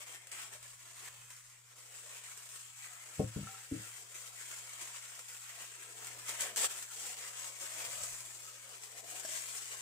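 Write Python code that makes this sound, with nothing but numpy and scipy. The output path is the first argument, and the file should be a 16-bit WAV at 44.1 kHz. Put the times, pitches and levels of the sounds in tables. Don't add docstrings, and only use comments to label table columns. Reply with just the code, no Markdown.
import sys
import numpy as np
from scipy import signal
from scipy.fft import rfft, irfft, next_fast_len
from scipy.io import wavfile
from scipy.ndimage import uniform_filter1d, map_coordinates

SR = 44100
rng = np.random.default_rng(int(sys.argv[2]) if len(sys.argv) > 2 else 0)


def to_wav(s):
    ch = np.atleast_2d(s).T
    pcm = np.round(np.clip(ch, -1, 1) * 32767)
    wavfile.write(sys.argv[1], SR, pcm.astype(np.int16))


N = 432621


def amp(db):
    return 10 ** (np.asarray(db) / 20)


def unit(x):
    return x / np.sqrt(np.mean(x ** 2) + 1e-20)


def along(points, hz):
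    point_hz, value = np.transpose(points)
    return np.interp(np.log(hz + 1), np.log(point_hz + 1), value)


def curves(rows):
    time_s, *columns = np.transpose(rows)
    return [np.interp(np.arange(N) / SR, time_s, column) for column in columns]


def wobble(knots_per_s):
    knots = rng.standard_normal(int(N * knots_per_s / SR) + 4)
    return map_coordinates(knots, [np.arange(N) * knots_per_s / SR])


def filtered(x, response):
    size = next_fast_len(N + SR // 2)
    return irfft(rfft(x, size) * response(np.fft.rfftfreq(size, 1 / SR)), size)[..., :N]


def above(x, edge_hz):
    return filtered(x, lambda hz: hz ** 6 / (hz ** 6 + edge_hz ** 6))


def dying(power, t60):
    return signal.lfilter([1], [1, -amp(-120 / (t60 * SR))], power)


def sides(left_over_right_db):
    return amp([left_over_right_db / 2, -left_over_right_db / 2])


def ring(hz, t60, t):
    return amp(-60 * t / t60) * np.sin(2 * np.pi * hz * t)


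def random_field(shape, bins, frames):
    by_bin = uniform_filter1d(rng.standard_normal(shape), size=bins, axis=0)
    return unit(uniform_filter1d(by_bin, size=frames, axis=1))


def at_ports(spectrum, patchy_db, comb_db):
    # frequency_hz, likeness (0 unrelated to 1 identical)
    likeness = [(100, 0.93), (400, 0.63), (800, 0.57), (1500, 0.31), (3000, 0.096), (8000, 0.079)]
    # frequency_hz, left_over_right_db
    tilt = [(200, 0), (400, 8), (800, 2.5), (1500, 1), (4400, 0), (8000, 3), (15000, -1.5)]
    z = signal.stft(rng.standard_normal((2, N)), nperseg=1024)[2]
    patches = patchy_db * random_field(z.shape[1:], bins=12, frames=4)
    ridges = comb_db * random_field(z.shape[1:], bins=2, frames=18)
    pair = signal.istft(z * amp(patches + ridges), nperseg=1024)[1][:, :N]
    mid, side = rfft(pair)
    hz = np.fft.rfftfreq(N, 1 / SR)
    turn = np.arccos(np.clip(along(likeness, hz), -1, 1)) / 2
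    shared, opposed = np.cos(turn) * mid, np.sin(turn) * side
    ports = np.array([shared + opposed, shared - opposed])
    return unit(irfft(ports * amp(along(spectrum, hz)) * sides(along(tilt, hz)), N))


def kitchen():
    # frequency_hz, relative_level_db (per Hz)
    air = [(20, 6.5), (60, -6.5), (100, -4.5), (200, -13.5), (400, -67), (1000, -7), (3000, -57)]
    # centre_s, width_s, hum_rise_db, rumble_rise_db
    swells = [(0.62, 0.14, 4.5, 2), (1.18, 0.16, 5.5, 6.5), (6.2, 0.24, 5.5, 4), (8.03, 0.21, 6, 14)]
    hum_hz, hum_db, rumble_db = 120.3, -71.5, -76.5
    t = np.arange(N) / SR
    hum_up_db, rumble_up_db = np.zeros((2, N))
    for centre_s, width_s, hum_rise_db, rumble_rise_db in swells:
        bell = np.exp(-((t - centre_s) / width_s) ** 2)
        hum_up_db += hum_rise_db * bell
        rumble_up_db += rumble_rise_db * bell
    turns = np.cumsum(hum_hz + 0.5 * wobble(2.2)) / SR
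    hum_gain = np.sqrt(2) * amp(hum_db + hum_up_db + 0.75 * wobble(5))
    hum = hum_gain * np.sin(2 * np.pi * turns)
    rumble_gain = amp(rumble_db + rumble_up_db + 1.6 * wobble(2.8))
    return hum * sides(2.7)[:, None] + rumble_gain * at_ports(air, patchy_db=1.0, comb_db=3.0)


def rubbing_db(steady_db, steady_paste_db):
    # peak_s, crinkle_db, rise_ms and fall_ms (over 10 dB), paste_over_crinkle_db
    crinkle_swells = [(.148, -50.5, 87, 27, -15), (.323, -47, 8, 45, -16), (.394, -48, 55, 84, -16.5),
                      (.541, -50.5, 21, 32, -7.5), (.633, -55, 10, 41, -26), (1.086, -51.5, 254, 5, -16.5),
                      (1.309, -55, 10, 55, -21), (1.38, -63, 12, 37, -27), (1.8, -57, 50, 49, -13),
                      (1.97, -52, 35, 30, -19), (2.177, -52, 132, 15, -18), (2.32, -55, 45, 60, -26),
                      (2.565, -54.5, 91, 143, -32), (2.84, -50.5, 65, 45, -32), (3.165, -51.5, 37, 55, -17),
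                      (3.939, -50.5, 298, 106, -17), (4.17, -51, 60, 25, -22), (4.267, -50, 155, 34, -25),
                      (4.43, -50.5, 82, 32, -36), (4.575, -49.5, 211, 48, -31), (4.814, -48, 25, 84, -10.5),
                      (4.962, -48, 35, 41, -22), (5.286, -51, 7, 95, -19.5), (5.627, -47.5, 77, 41, -18),
                      (5.811, -53, 23, 62, -17), (6.055, -51, 79, 300, -16), (6.29, -42.5, 30, 116, -13.5),
                      (6.411, -39.5, 23, 76, -14.5), (6.575, -37.5, 8, 67, -13), (6.641, -31, 43, 32, -17),
                      (6.8, -44.5, 173, 55, -17), (7.077, -43, 173, 67, -16.5),
                      (7.284, -47.5, 247, 31, -16), (7.463, -46, 204, 56, -18), (7.62, -47.5, 28, 116, -19),
                      (7.885, -44.5, 300, 207, -15), (8.459, -54, 41, 162, -28), (8.625, -53, 38, 300, -16),
                      (8.83, -52, 16, 106, -17), (8.997, -49.5, 67, 20, -22), (9.095, -48, 40, 55, -21),
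                      (9.199, -47, 102, 33, -12.5), (9.352, -42.5, 115, 85, -18),
                      (9.562, -46.5, 30, 59, -22), (9.73, -48.5, 60, 38, -16)]
    ms = 1000 * np.arange(N) / SR
    film, paste = amp(2 * steady_db), amp(2 * (steady_db + steady_paste_db))
    for peak_s, db, rise_ms, fall_ms, paste_db in crinkle_swells:
        late_ms = ms - 1000 * peak_s
        bell = amp(2 * (db - 10 * (late_ms / np.where(late_ms < 0, rise_ms, fall_ms)) ** 2))
        film = film + bell
        paste = paste + amp(2 * paste_db) * bell
    return 10 * np.log10([film, paste]) + 0.81 * wobble(14)


def crinkle(per_s, spread_db, snap_t60, room_t60, room_db):
    struck = rng.random(N) < per_s / SR
    power = struck * amp(2 * np.minimum(spread_db * rng.exponential(size=N), 16))
    power = dying(power, snap_t60) + amp(2 * room_db) * dying(power, room_t60)
    return np.sqrt(power / uniform_filter1d(power, SR // 12))


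def creases():
    # start_s, level_db
    loud_creases = [(0.2704, -46.5), (0.3163, -41.5), (0.5364, -47), (0.628, -47), (1.3036, -47),
                    (1.365, -49), (2.3747, -45), (2.4904, -46), (2.5594, -46), (2.9327, -48), (3.512, -47),
                    (3.8154, -58), (3.8811, -49), (4.1554, -46), (4.4114, -48), (4.562, -45), (4.6932, -45),
                    (4.7334, -43), (4.812, -42), (5.152, -45), (5.1924, -42.5), (5.494, -46.5),
                    (5.9244, -51), (5.9808, -49), (6.046, -42), (6.07, -40), (6.1895, -48), (6.283, -38),
                    (6.292, -34.5), (6.4077, -30), (6.419, -29.5), (6.4314, -40), (6.561, -31.5),
                    (6.5688, -31.5), (6.576, -30), (6.583, -40), (6.5915, -33), (6.599, -34), (6.604, -38),
                    (6.8256, -39), (6.9344, -46), (7.226, -45), (7.371, -44.5), (7.5998, -46),
                    (7.8034, -43), (7.85, -36), (8.0355, -36.5), (8.205, -43), (8.4514, -49),
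                    (8.8355, -41.5), (8.9804, -47), (9.044, -49), (9.1974, -40), (9.2506, -40),
                    (9.528, -51), (9.5654, -47)]
    power, t = np.zeros(N + SR), np.arange(SR // 5) / SR
    snap = amp(-120 * t / 0.02)
    tail = amp(-12.5 - 120 * t / 0.15)
    for start_s, db in loud_creases:
        power[round(start_s * SR):][:len(t)] += amp(2 * db) * (snap + tail)
    return np.sqrt(power[:N])


def glove():
    # time_s, crinkle_db, folds_over_crinkle_db, paste_over_crinkle_db, left_over_right_db
    hand = [(0, -49, -5, -18, 1.5), (.25, -60, -2, -12, 1), (.7, -54.5, -6.5, -16.5, .4),
            (1.1, -56, -6, -19, -.5), (1.35, -58, -8, -22, -0.9), (1.45, -57, -6.5, -27, -.3),
            (1.62, -62.5, -6, -17.5, 0), (1.95, -53, -6, -16.5, 0.5), (2.45, -52.5, -5, -20.5, .55),
            (2.66, -53.5, -8, -26, 1), (2.71, -57, -7, -30, 1.5), (2.78, -55.5, -9.5, -40, .9),
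            (2.85, -54.5, -5.5, -15.5, 1.3), (3.5, -51.5, -5.5, -16, .5), (4.1, -56, -6.5, -18, 1.55),
            (4.66, -50.5, -7, -16.5, 1), (4.71, -50, -5, -19.5, 1), (5.2, -51.5, -6.5, -19, 0.8),
            (5.45, -51, -5.5, -27, .3), (5.9, -53.5, -6.5, -12, 1.35), (6.53, -52, -5.5, -9, .6),
            (6.9, -53.5, -8.5, -18.7, 0.8), (7.55, -53, -6, -13.7, 1.6), (8.1, -44, -10, -19.5, 1.1),
            (8.6, -56, -6.5, -17, 1.5), (9.04, -57, -8, -9, 2.5), (9.5, -45, -8.5, -22, 3),
            (9.81, -49, -7.5, -22, 2)]
    # frequency_hz, relative_level_db (per Hz)
    film_spectrum = [(1760, -37), (3000, -17), (4290, -12.5), (6040, -8.5), (7720, -1.5), (11200, -16.5),
                     (14900, -17), (15600, -17), (16000, -65.5)]
    folds_spectrum = [(500, -21.5), (850, -10), (1120, -1.5), (1200, -4.5), (1320, 1), (1470, -2),
                      (1710, 0), (2210, 1), (3300, -2.5), (4290, -13.5), (7260, -120)]
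    wet_spectrum = [(100, -51), (170, -28), (205, -6.5), (275, -13.5), (334, -5), (373, -6.5), (414, -2.5),
                    (494, 0), (536, -1.5), (627, 0.5), (749, 1), (856, -6), (1000, -0.5), (1300, -33),
                    (2200, -120)]
    steady_db, folds_db, steady_paste_db, pan_db = curves(hand)
    film_db, paste_db = rubbing_db(steady_db, steady_paste_db)
    grain = crinkle(per_s=700, spread_db=1.0, snap_t60=0.0065, room_t60=0.16, room_db=-6)
    big = creases()
    small = amp(film_db) * grain
    film = at_ports(film_spectrum, patchy_db=1.0, comb_db=2.0) * np.hypot(small, big)
    small_folds = small * amp(folds_db + 0.84 * wobble(5.4))
    folds = at_ports(folds_spectrum, patchy_db=1.5, comb_db=2.5) * np.hypot(small_folds, big * amp(-9.0))
    sucking = amp(paste_db + 1.0 * wobble(14)) * grain ** 0.4
    wet = at_ports(wet_spectrum, patchy_db=1.5, comb_db=3.5) * np.hypot(sucking, big * amp(-21))
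    left, right = (above(film + folds, edge_hz=450) + above(wet, edge_hz=154)) * sides(pan_db)
    lead_s, lead_s_per_db = .00004, .00008
    ahead = np.arange(N) + np.round(SR * (lead_s + lead_s_per_db * pan_db)).astype(int)
    return np.array([left[np.clip(ahead, 0, N - 1)], right])


def taps():
    # start_s, level_db, pitch_hz
    hollow_taps = [(1.307, -59, 1000), (4.819, -57, 334), (6.645, -37, 1280), (9.249, -41, 646),
                   (9.291, -50, 600)]
    out, t = np.zeros((2, N + SR)), np.arange(SR // 3) / SR
    for start_s, db, hz in hollow_taps:
        tone = ring(hz, 0.056, t) + 0.078 * ring(0.64 * hz, .05, t) + 0.13 * ring(1.5 * hz, 0.027, t)
        out[:, round(start_s * SR):][:, :len(t)] += amp(db) * tone
    return out[:, :N] * sides(3.1)[:, None]


def dish():
    # start_s, level_db, favoured_hz, spread_octaves
    blows = [(3.182, -50, 180, 1.1), (3.195, -23.5, 255, 1), (3.1975, -40.5, 1000, 0.36),
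             (3.215, -43, 450, 1), (3.228, -34, 250, 0.75), (3.24, -31.5, 114, 0.36), (3.296, -51, 115, .3),
             (3.362, -31, 180, 0.81), (3.384, -45, 250, 1.1), (3.391, -35, 207, 0.2),
             (3.411, -40, 141, 0.4), (3.431, -40, 129, 0.61), (3.714, -33.5, 294, 0.37),
             (3.721, -26.5, 310, 0.19), (3.7195, -34, 75, 0.7), (3.743, -42.5, 288, 0.59),
             (3.764, -42, 170, 0.74), (3.785, -50, 200, 0.65), (3.801, -48, 113, 0.18),
             (8.015, -51, 65, 0.5)]
    # pitch_hz, relative_level_db, t60_s
    table = [(64, -15, .16), (90.5, 4.5, 0.072), (113, -6, 0.35), (143, 1.5, 0.085), (165.3, 3, 0.086),
             (202, -4.5, 0.17), (275, 1.5, 0.067), (314, -12.5, 0.22), (369, -18, 0.15), (434, 4, 0.091),
             (521, -4.5, 0.17), (598, 4, 0.059), (747, -1, 0.083), (930, -12, .08), (1080, -14, 0.19)]
    out, t = np.zeros((2, N + SR)), np.arange(SR // 3) / SR
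    hz, level_db, t60 = np.transpose(table)[:, :, None]
    chance = rng.standard_normal((len(blows), 2, len(table), 1))
    onset = 1 - np.exp(-t / 0.0033)
    for (start_s, db, spot_hz, octaves), (size_db, skew) in zip(blows, chance):
        favour_db = -4.6 * (np.log2(hz / spot_hz) / octaves) ** 2
        gain = amp(db + level_db + size_db + favour_db - 60 * t / t60)
        for port, out_port in zip((1, -1), out):
            phase = port * skew * (hz / 700) ** 1.44
            modes = gain * np.sin(2 * np.pi * hz * t + phase)
            out_port[round(start_s * SR):][:len(t)] -= modes.sum(axis=0) * onset
    return out[:, :N] * sides(3.1)[:, None]


def clinks():
    # start_s, high_ring_db, low_over_high_db
    contacts = [(3.437, -53, -23), (3.472, -41.5, -29), (3.486, -62, 6.5), (3.544, -46.5, -26)]
    # pitch_hz, t60_s
    glass = [(775, 0.42), (1335, 0.068)]
    out, t = np.zeros((2, N + SR)), np.arange(SR // 3) / SR
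    (low_hz, low_t60), (high_hz, high_t60) = glass
    for start_s, db, low_db in contacts:
        tone = ring(high_hz, high_t60, t) + amp(low_db) * ring(low_hz, low_t60, t)
        out[:, round(start_s * SR):][:, :len(t)] += amp(db) * tone
    return out[:, :N] * sides(3.1)[:, None]


def scene():
    return kitchen() + glove() + taps() + dish() + clinks()


def record(dry):
    bass_hz, top_hz = 40, 15600
    return filtered(dry, lambda hz: (1j * hz / (1j * hz + bass_hz)) ** 2 * (hz < top_hz))


dry = scene()
out = record(dry)
to_wav(out)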